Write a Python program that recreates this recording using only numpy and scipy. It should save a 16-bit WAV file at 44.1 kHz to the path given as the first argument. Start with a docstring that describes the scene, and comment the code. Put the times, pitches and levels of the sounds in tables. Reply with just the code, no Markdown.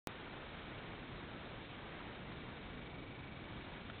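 """A pop as a small camera's narrow-band microphone switches on, then steady rain through a closed window.
Distant rain washes, spray hisses, small drops patter, and the downpour rumbles through roof and walls.
The camera's electronics add a faint whine that pulses 24 times a second.
Near the end one large drop rings the pane."""
import sys
import numpy as np
from scipy import signal
from scipy.fft import rfft, irfft
from scipy.io import wavfile
from scipy.ndimage import uniform_filter1d

SR = 44100
rng = np.random.default_rng(int(sys.argv[2]) if len(sys.argv) > 2 else 0)


def put_to_file(sound):
    """Save the sound as 16-bit audio at rate SR, in the file named by the first command-line argument."""
    columns = np.atleast_2d(sound).T  # one column per channel
    safe = np.clip(columns, -1, 1)
    whole_steps = np.round(safe * 32767)
    wavfile.write(sys.argv[1], SR, whole_steps.astype(np.int16))


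N = 176400
TIME_S = np.arange(N) / SR


def amp(db):
    """Decibels to gain."""
    return 10 ** (np.asarray(db) / 20)


def unit_rms(x):
    """Scales to an rms of one."""
    return x / np.sqrt(np.mean(x ** 2) + 1e-20)


def curve(points):
    """Reads a time curve at every sample."""
    return np.interp(TIME_S, *np.transpose(points))


def colour(x, spectrum):
    """Filters by a dB spectrum, interpolated over log frequency."""
    freq_hz, gain_db = np.transpose(spectrum)
    bin_hz = np.fft.rfftfreq(N, 1 / SR)
    bin_db = np.interp(np.log(bin_hz + 1), np.log(freq_hz + 1), gain_db)
    return irfft(rfft(x) * amp(bin_db), N)


def patchy_noise(spectrum, patch_db, flicker_db=0):
    """Coloured noise with drifting time-frequency patches and a quick flicker shared by all bands."""
    frames = N // 128 + 5
    real, imag, patches = rng.standard_normal((3, frames, 257))
    patches = uniform_filter1d(patches, size=20, axis=0)
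    patches = unit_rms(uniform_filter1d(patches, size=7, axis=1))
    flicker = unit_rms(uniform_filter1d(rng.standard_normal(frames), size=5))[:, None]
    bins = (real + 1j * imag) * amp(patch_db * patches + flicker_db * flicker)
    noise = signal.istft(bins.T, nperseg=512, noverlap=384)[1][:N]
    return unit_rms(colour(noise, spectrum))


def switch_on_pop(age_s, level_db=-19.5, spike_decay_s=0.00045, swing_decay_s=0.0017):
    """The microphone switches on: a sharp negative spike, then a small, slower swing back."""
    spike = np.exp(-age_s / spike_decay_s)
    swing = 0.18 * np.exp(-age_s / swing_decay_s)
    return amp(level_db) * (swing - spike)


# Distant rain spectrum: freq_hz, relative_density_db
WASH_SPECTRUM = [(100, -15), (250, -4), (450, -0.5), (800, -5), (1400, -4.5), (2100, -6.5), (2700, -10.5),
                 (3700, -14), (4300, -22.5)]

def wash():
    """Distant drops merge into an even noise."""
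    return patchy_noise(WASH_SPECTRUM, patch_db=0.18, flicker_db=0.54)


def patter(drops_per_s=500, low_hz=696, high_hz=4330, pitches=30, spread_db=2.5, decay_cycles=2.9):
    """Many small drops, each a tick of a few cycles at one of a set of pitches."""
    age_s = np.arange(0, 0.02, 1 / SR)
    out = np.zeros(N)
    for pitch_hz in np.geomspace(low_hz, high_hz, pitches):
        hits = rng.random(N) < drops_per_s / pitches / SR
        sizes = amp(spread_db * np.minimum(rng.exponential(1, N), 4))
        tick = np.sin(2 * np.pi * pitch_hz * age_s) * np.exp(-pitch_hz * age_s / decay_cycles)
        out += signal.oaconvolve(hits * sizes, tick)[:N]
    return unit_rms(out)


# Rain strength at the window: time_s, gain_db
RAIN_GAIN = [(0, 1.7), (.88, 1.4), (1.02, 0.2), (1.4, 1), (1.72, -0.4), (1.96, 2.3), (2.2, 0), (2.55, 0),
             (2.85, -1.2), (3.35, -1.4), (3.7, 0.5), (4, -2.1)]

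def rain(wash_db=-55.5, patter_db=-63):
    """Distant wash and nearer patter swell and ease together."""
    return amp(curve(RAIN_GAIN)) * (amp(wash_db) * wash() + amp(patter_db) * patter())


# Spray spectrum: freq_hz, relative_density_db
SPRAY_SPECTRUM = [(1000, -27), (2000, -5.5), (2700, -0.5), (3700, 1), (4400, -5)]
# Spray strength: time_s, gain_db
SPRAY_GAIN = [(0, 2.5), (1, 1), (1.6, 2), (2.3, 0.5), (2.66, 2.5), (2.76, -4), (2.98, -7), (3.3, -7.5),
              (3.45, -1.5), (3.72, 2), (4, 4)]

def spray(base_db=-61):
    """Fine spray hisses, dipping around the three-second mark."""
    hiss = patchy_noise(SPRAY_SPECTRUM, patch_db=2, flicker_db=0.5)
    return amp(base_db + curve(SPRAY_GAIN)) * hiss


# Room rumble spectrum: freq_hz, relative_density_db
RUMBLE_SPECTRUM = [(10, -20), (22, -6.5), (45, -0.5), (80, -2.5), (115, -0.5), (160, -2), (230, -3),
                   (330, -7), (600, -15.5), (1500, -34)]
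# Rumble strength: time_s, gain_db
RUMBLE_GAIN = [(0, -2), (.5, -1), (1.15, 0.7), (1.7, -1), (2.1, 0), (2.26, 1.5), (2.45, 1), (2.6, -0.1),
               (2.75, 0.9), (3.6, 1), (4, -0.3)]

def rumble(base_db=-53.5):
    """The downpour comes through roof and walls as a dull, low noise."""
    return amp(base_db + curve(RUMBLE_GAIN)) * patchy_noise(RUMBLE_SPECTRUM, patch_db=0.5)


# Whine partials: pitch_hz, relative_db
WHINE_PARTIALS = [(2275, 2.5), (2323, -13), (2488, -9.5), (3515, -13.5), (3725, -9), (4275, -9.5)]
# Strength of the partials: time_s, gain_db
WHINE_GAIN = [(0, -69.5), (.62, -66), (1.1, -68), (2.0, -66.5), (2.62, -65.5), (2.74, -61), (3.15, -61),
              (3.5, -63), (3.7, -65), (4, -67)]
# Pulsed hiss spectrum: freq_hz, relative_density_db
WHINE_HISS_SPECTRUM = [(500, -22), (1500, -8), (2400, -2.5), (3700, 0.5), (4400, -6.5)]

def whine(pulse_hz=24.06, pulse_align_s=2.732, duty=0.56, edge_cycles=0.015, hiss_db=-61):
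    """The electronics sing and hiss in short, even, sharply switched bursts."""
    cycle = ((TIME_S - pulse_align_s) * pulse_hz) % 1
    gate = np.clip(np.minimum(cycle, duty - cycle) / edge_cycles, 0, 1)
    tone = np.zeros(N)
    for pitch_hz, relative_db in WHINE_PARTIALS:
        tone += amp(relative_db) * np.sin(2 * np.pi * (pitch_hz * TIME_S + rng.random()))
    hiss = amp(hiss_db) * unit_rms(colour(rng.standard_normal(N), WHINE_HISS_SPECTRUM))
    return gate * (tone * amp(curve(WHINE_GAIN)) + hiss)


# Drop on the pane: start_s, level_db
PANE_HITS = [(3.8997, -42.5)]
# Pane modes: pitch_hz, relative_db, t60_s
PANE_MODES = [(770, -15, 0.033), (1400, -1, 0.022), (1440, -11, .07), (1720, -2, .014), (3080, -6.5, .02),
              (3600, -15, 0.027)]

def drop_on_pane():
    """A large drop rings the window's modes briefly."""
    out = np.zeros(N)
    for start_s, level_db in PANE_HITS:
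        age_s = np.maximum(TIME_S - start_s, 0)
        for pitch_hz, relative_db, t60_s in PANE_MODES:
            decay = np.exp(-np.log(1000) * age_s / t60_s)
            out += amp(level_db + relative_db) * decay * np.sin(2 * np.pi * pitch_hz * age_s)
    return out


def scene():
    """Everything that reaches the microphone, in mono."""
    return (rain() + spray() + rumble() + whine() + drop_on_pane())[None]


# Microphone treble roll-off: freq_hz, gain_db
MIC_RESPONSE = [(3750, 1), (3900, -2), (4200, -7.5), (4400, -22), (4550, -39), (4700, -72.5), (5200, -100)]

def record(dry):
    """Silence until the dull microphone switches on; a low-pass then limits both scene and pop."""
    switch_on_s, cutoff_hz = 0.0725, 16800
    age_s = np.maximum(TIME_S - switch_on_s, 0)
    live = (age_s > 0) * (colour(dry[0], MIC_RESPONSE) + switch_on_pop(age_s))
    low_pass = signal.firwin(511, cutoff_hz, window=("kaiser", 9), fs=SR)
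    return signal.oaconvolve(live, low_pass, "same")[None]


dry = scene()
out = record(dry)
put_to_file(out)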